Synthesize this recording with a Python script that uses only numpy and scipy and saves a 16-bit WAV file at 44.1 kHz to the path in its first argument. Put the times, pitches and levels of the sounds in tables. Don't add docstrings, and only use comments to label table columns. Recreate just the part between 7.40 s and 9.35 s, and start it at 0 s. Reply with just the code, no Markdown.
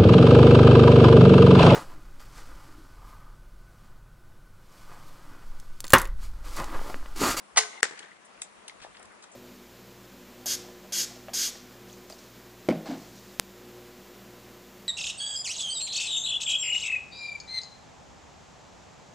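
import sys
import numpy as np
from scipy import signal
from scipy.fft import rfft, irfft
from scipy.io import wavfile
from scipy.ndimage import uniform_filter1d

SR = 44100
rng = np.random.default_rng(int(sys.argv[2]) if len(sys.argv) > 2 else 0)


def magnitude_from_level(level_db):
    exponent = np.asarray(level_db, float) / 20
    return 10 ** exponent


def unload_wav(signal):
    wavfile.write(
        sys.argv[1],
        SR,
        np.round(np.clip(np.atleast_2d(signal).T, -1, 1) * 32767).astype(np.int16),
    )


N = 85995

# [f/Hz, level/dB]
HUSH_COLOUR = [(15, -56), (25, -60), (129, -38), (207, -9.5), (1270, -4), (1370, -8), (1950, -9.5),
               (4370, -19.5), (10300, -22), (13400, -63), (22000, -120)]
# [t/s, level/dB]
HUSH_LEVEL = [(0.0, -56), (0.2, -54.5), (0.351, -52), (0.76, -57.5), (0.95, -54.5), (1.254, -54),
              (1.482, -54), (1.95, -55)]
# [f/Hz, balance/dB]
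HUSH_BALANCE = [(60, -15), (170, -4), (460, 11.5), (1280, 2), (3550, 0.5), (9840, 2.5)]
# [t/s, level/dB, length/s]
PUFFS = [
    (0.162, -60.5, 0.021),
    (0.206, -63, 0.05),
    (0.45, -60.5, 0.0067),
    (1.003, -70, 0.044),
    (1.166, -71.5, 0.055),
    (1.411, -61, 0.016),
    (1.49, -68, 0.11),
    (1.668, -67.5, 0.038),
]
# [t/s, level/dB, length/s, centre f/Hz, spread/octaves]
CRACKLES = [(.4038, -45, .007, 3000, 1.5), (.5905, -38, .006, 3800, 1.1), (.8478, -56, .02, 8500, .6),
            (1.016, -42, .004, 7500, .8), (1.0183, -31, .006, 5500, 2.2), (1.022, -44, .022, 7600, .3),
            (1.2797, -36, .007, 5500, 1.8), (1.296, -46, .004, 3000, 1), (1.4015, -49, .006, 2500, 1),
            (1.415, -48, .04, 2200, 1.4), (1.545, -52, .02, 2000, .8), (1.569, -47, .005, 3200, 1),
            (1.5955, -49, .004, 8500, .9), (1.599, -55, .03, 1700, .5), (1.6275, -46, .005, 8500, 1.2),
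            (1.652, -52, .008, 6000, 1.8), (1.70, -55, .04, 1600, .4), (1.822, -52, .025, 4500, 1.1),
            (1.839, -48, .005, 4500, 1), (1.915, -54, .025, 7000, .35)]
# [t/s, level/dB, f/Hz, t60/s]
KNOCKS = [(0.2323, -25.5, 1660, 0.014), (.343, -43, 2100, 0.02), (.3759, -40, 2087, 0.067),
          (.592, -36, 2960, 0.014), (0.594, -36, 4300, 0.0076), (0.603, -59.5, 473, 0.011),
          (0.628, -39.5, 3260, 0.02), (0.483, -42, 1485, .015), (.497, -37, 2030, 0.015),
          (0.546, -42.5, 1640, 0.017), (.562, -47, 2150, .012), (.581, -44, 1500, .012),
          (0.654, -50, 1912, 0.0091), (0.671, -51, 2250, 0.0084), (0.689, -46, 1530, 0.013),
          (.716, -42, 2010, 0.027), (.977, -41.5, 2500, 0.0073), (1.4437, -38, 1670, 0.015),
          (1.4484, -20, 730, 0.0061), (1.466, -36, 710, 0.013), (1.572, -42.5, 1810, 0.006),
          (1.598, -45.5, 714, 0.04), (1.841, -34, 1410, 0.0059)]
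# [t/s, level/dB, f/Hz, t60/s]
SNAPS = [(1.0184, -24, 9500, .004), (1.0185, -20, 7700, .006), (1.0192, -24, 3700, .008),
         (1.0205, -35, 1500, .008), (1.0225, -27, 7200, .012), (1.2798, -33, 9500, .002),
         (1.2799, -31, 5500, .002), (1.28, -35, 3500, .003), (1.2833, -35, 7200, .004),
         (1.2835, -37, 4200, .006), (1.2962, -35, 3300, .006), (1.2972, -35, 2100, .014),
         (1.2975, -39, 3800, .005)]
# [f/Hz, level/dB, t60/s, hold/s]
FACE_MODES = [(1740, -1.5, .004, .0011), (8100, -5, .006, .0004), (7160, -7, .006, .0004),
              (9400, -7, .004, .0002), (6600, -9, .005, .0003), (5600, -8, .007, .0004),
              (4250, -9, .006, .0003), (3560, -11, .006, .0004), (2720, -11, .008, .0003),
              (480, -21, .025, .002), (850, -15, .01, 0)]
# [t/s, level/dB, left over right/dB, dulling/(dB/octave)]
ECHOES = [(.4322, -17, 6, -1), (.4396, -14, 7, -2), (.4428, -17, -3, -2), (.4528, -21, 3, -3),
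          (.5096, -26, 2, -5), (.523, -33, 2, -5), (.535, -27, 2, -5), (.604, -35, 2, -7),
          (.6258, -38, 2, -2), (.640, -36, 2, -5), (.7086, -41, 2, -6)]
# [f/Hz, level/dB]
RETURN_COLOUR = [(88, -32), (200, -15.5), (460, -6.5), (1110, -5.5), (1750, 5.5), (2830, -6), (7620, -3),
                 (10300, -16.5), (13400, -59), (22000, -120)]
# [f/Hz, t60/s]
GARDEN_DECAY = [(100, 0.15), (500, 0.36), (1500, 0.13), (2500, 0.17), (5000, 0.18), (10000, 0.11)]
# [f/Hz, t60/s]
FAR_DECAY = [(100, 0.17), (500, 1.8), (1500, 1.16), (2500, 1.37), (5000, 0.68), (10000, 0.65)]
# [t/s, level/dB]
STRING_LEVEL = [
    (0.159, -83),
    (0.1611, -37),
    (0.1705, -35.5),
    (0.1725, -19.5),
    (.189, -21.5),
    (0.196, -33),
    (0.222, -41),
    (.26, -52),
]
# [f/Hz, level/dB]
STRING_COLOUR = [(35, -63), (60, -35), (162, -52), (416, -23), (1170, -7), (1690, -16), (1960, -3.5),
                 (2380, -12.5), (6500, -6), (10300, -15), (13400, -67), (22000, -120)]
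# [t/s, level/dB, f/Hz, t60/s]
SLAPS = [(.1725, -8, 3300, .004), (.1727, -13, 5000, .004), (.1740, -15, 1250, .01), (.1752, -12, 950, .01),
         (.1755, -4, 4200, .002), (.1805, -13, 1950, .03), (.1843, -10, 3200, .005),
         (.1858, -19, 7400, .008), (.1865, -17, 2000, .015), (.188, -14, 3500, .006),
         (.192, -16, 2500, .006), (.204, -26, 4200, .012), (.2095, -25, 3000, .008),
         (.2125, -26, 2000, .012), (.2205, -28, 1900, .01), (.2375, -30, 2200, .01)]
# [f/Hz, level/dB, t60/s]
LIMB_MODES = [(417, -4, 0.32), (714, -8, 0.32), (1206, 6.5, 0.091), (1203, -28, 0.18), (1527, -2, 0.4),
              (2160, 6.5, 0.12), (2900, -38, 0.087), (4060, -21, 0.24), (3800, -19, 0.2), (4310, 5, 0.035),
              (4877, -32, 0.15), (5696, 0, 0.053)]
# fade starts, low from, low to, back [t/s]
GAP_S = (.409, .414, .421, .425)

SNAP_S, HIT_S = .172, .43


def evened(x):
    return x / np.sqrt(np.mean(x ** 2) + 1e-20)


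def read(points, hz):
    f, value = np.transpose(points)
    return np.interp(np.log(hz + 1), np.log(f + 1), value)


def add(mix, start_s, sound):
    part = mix[..., round(start_s * SR):][..., :sound.shape[-1]]
    part += sound[..., :part.shape[-1]]


def tilt(x, db_per_octave):
    hz = np.fft.rfftfreq(len(x), 1 / SR)
    return irfft(rfft(x) * magnitude_from_level(db_per_octave * np.log2((hz + 150) / 2000)), len(x))


def ring(hz, db, t60_s, rise_s=0.00045, hold_s=0, sag=0):
    t = np.arange(round(min(t60_s + hold_s, .5) * SR) + 64) / SR
    turns = hz * np.cumsum(1 + sag * np.exp(-t / 0.067)) / SR
    decay = magnitude_from_level(db - 60 * np.maximum(t - hold_s, 0) / t60_s)
    return decay * np.minimum(t / rise_s, 1) * np.sin(2 * np.pi * turns)


def tail(x, decays, clump_db=.8):
    hz, t, z = signal.stft(rng.standard_normal((2, SR)), SR, nperseg=128)
    h = signal.istft(z * magnitude_from_level(-60 * t / read(decays, hz)[:, None]), SR, nperseg=128)[1]
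    onset = np.minimum(np.arange(h.shape[1]) / (0.002 * SR), 1)
    h = h * onset * magnitude_from_level([[1.5], [-1.5]])
    clumps = uniform_filter1d(rng.standard_normal(h.shape[1]), size=200)
    clumps = uniform_filter1d(clumps, size=200)
    h = h * magnitude_from_level(clump_db * evened(clumps))
    return signal.fftconvolve(x[None], h / np.linalg.norm(h[0]), axes=1)[:, :N]


def near(x, pan_db, lag_samples):
    return np.array([np.roll(x, lag_samples), x]) * magnitude_from_level([[pan_db / 2], [-pan_db / 2]])


def hush():
    hum_hz, hum_width_hz, hum_db = 205, 22, -68
    frames, hz = N // 128 + 9, np.fft.rfftfreq(512, 1 / SR)
    a, b, patches = rng.standard_normal((frames, 257, 2, 3)).T
    patches = evened(uniform_filter1d(uniform_filter1d(patches[0], 8, 0), 16, 1))
    z = (a + 1j * b) * magnitude_from_level(read(HUSH_COLOUR, hz)[:, None] + 1.4 * patches)
    z = z * magnitude_from_level(np.array([.5, -.5])[:, None, None] * read(HUSH_BALANCE, hz)[:, None])
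    wash = evened(signal.istft(z, nperseg=512, noverlap=384)[1][:, :N])
    t, db = np.transpose(HUSH_LEVEL)
    wash = wash * magnitude_from_level(np.interp(np.arange(N) / SR, t, db) + 0.5)
    r = np.exp(-np.pi * hum_width_hz / SR)
    poles = [1, -2 * r * np.cos(2 * np.pi * hum_hz / SR), r * r]
    hum = signal.lfilter([1], poles, rng.standard_normal((2, N)))
    return wash + magnitude_from_level(hum_db) * evened(hum - uniform_filter1d(hum, 900))


def puffs():
    t = np.arange(N) / SR
    band = signal.butter(2, [30, 135], "band", fs=SR, output="sos")
    low = evened(signal.sosfilt(band, rng.standard_normal((2, N))))
    return low * sum(magnitude_from_level(db - 10 * ((t - s) / length_s) ** 2) for s, db, length_s in PUFFS)


def ticks():
    out, t, hz = np.zeros(N), np.arange(4096) / SR, np.fft.rfftfreq(4096, 1 / SR)
    for s, db, length_s, centre_hz, spread_oct in CRACKLES:
        grains = rng.standard_normal(4096) * magnitude_from_level(2.5 * rng.exponential(1, 4096))
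        grains = irfft(rfft(grains) * magnitude_from_level(-6 * (np.log2((hz + 1) / centre_hz) / spread_oct) ** 2))
        envelope = magnitude_from_level(db - 8 * (t / length_s) ** 2) * np.minimum(t / (.1 * length_s), 1)
        add(out, s, evened(grains) * envelope)
    for s, db, ring_hz, t60_s in KNOCKS + SNAPS:
        add(out, s, ring(ring_hz, db, t60_s, 1 / ring_hz))
    return out


def target():
    hit_db, hit_pan_db, hit_rise_s = -4.2, 5.0, .0002
    return_db, garden_db, far_db, scatter_s = 18, -11, -17, .002
    crack, dry, wide = np.zeros(8192), np.zeros(N), np.zeros(N)
    for hz, db, t60_s, hold_s in FACE_MODES:
        add(crack, 0, ring(hz, db + hit_db, t60_s, hit_rise_s, hold_s))
    add(dry, HIT_S, crack)
    colour = magnitude_from_level(return_db + read(RETURN_COLOUR, np.fft.rfftfreq(512, 1 / SR)))
    add(wide, HIT_S + 0.00119 - 256 / SR, np.roll(irfft(colour), 256))
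    out = np.array([dry, uniform_filter1d(dry, size=3)]) * magnitude_from_level([[hit_pan_db / 2], [-hit_pan_db / 2]])
    t = np.arange(512) / SR
    for s, db, pan_db, dull_db in ECHOES:
        scatter = rng.standard_normal((2, 512)) * magnitude_from_level(-20 * t / (scatter_s + 0.06 * (s - HIT_S)))
        scatter[:, 0] = 6
        scatter /= np.linalg.norm(scatter, axis=1)[:, None]
        echo = signal.fftconvolve(tilt(np.roll(crack, 64), dull_db)[None], scatter, axes=1)
        add(out, s - 64 / SR, echo * magnitude_from_level([[db + pan_db / 2], [db - pan_db / 2]]))
    return out + magnitude_from_level(garden_db) * tail(wide, GARDEN_DECAY) + magnitude_from_level(far_db) * tail(wide, FAR_DECAY, clump_db=3.5)


def bow():
    slip_tilt_db_per_oct, limb_db, limb_sag, limb_delay_s = -5, -34, .07, .01
    t, (ts, db) = np.arange(N) / SR, np.transpose(STRING_LEVEL)
    clicks = rng.standard_normal(N) * magnitude_from_level(2.2 * rng.exponential(1, N))
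    colour = magnitude_from_level(read(STRING_COLOUR, np.fft.rfftfreq(N, 1 / SR)))
    bright = evened(irfft(rfft(clicks) * colour, N))
    dull = evened(tilt(bright, slip_tilt_db_per_oct))
    rattle = np.where(t < SNAP_S, dull, bright)
    level_db = np.interp(t, ts, db, left=-120) + 5.5
    out = rattle * magnitude_from_level(level_db - 700 * np.maximum(t - ts[-1], 0))
    for s, slap_db, hz, t60_s in SLAPS:
        add(out, s, ring(hz, slap_db, t60_s))
    for hz, mode_db, t60_s in LIMB_MODES:
        low = hz < 500
        start_s = SNAP_S + limb_delay_s * low + 0.0048 * rng.random()
        add(out, start_s, ring(hz, mode_db + limb_db, t60_s, 0.0056, sag=limb_sag * low))
    return out


def scene():
    string, small = bow(), ticks()
    space = magnitude_from_level(-11) * tail(string, GARDEN_DECAY) + magnitude_from_level(-17.5) * tail(string, FAR_DECAY)
    space = space + magnitude_from_level(-9) * tail(small, GARDEN_DECAY)
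    events = near(string, 0.5, 3) + near(small, 3.5, 4) + space + target()
    low_cut = signal.butter(2, 202, "high", fs=SR, output="sos")
    return signal.sosfilt(low_cut, events) + hush() + puffs()


def top_cut(x):
    return signal.sosfilt(signal.butter(12, 15700, fs=SR, output="sos"), x)


def record(dry):
    gap_db, smear_db, edge_hz = -35, -16, 10400
    x = dry * magnitude_from_level(np.interp(np.arange(N) / SR, GAP_S, [0, gap_db, gap_db, 0]))
    z = signal.stft(x, nperseg=448, noverlap=336)[2]
    a, b = rng.standard_normal((2,) + z.shape)
    z = z + magnitude_from_level(smear_db) * uniform_filter1d(abs(z), 9, 1) * (a + 1j * b)
    x = signal.istft(z, nperseg=448, noverlap=336)[1][:, :N]
    low_pass = signal.firwin(401, edge_hz, window=("kaiser", 8), fs=SR)
    x = signal.oaconvolve(x, low_pass[None], "same")
    return top_cut(np.clip(x, -.96, .96))


dry = scene()
out = record(dry)
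unload_wav(out)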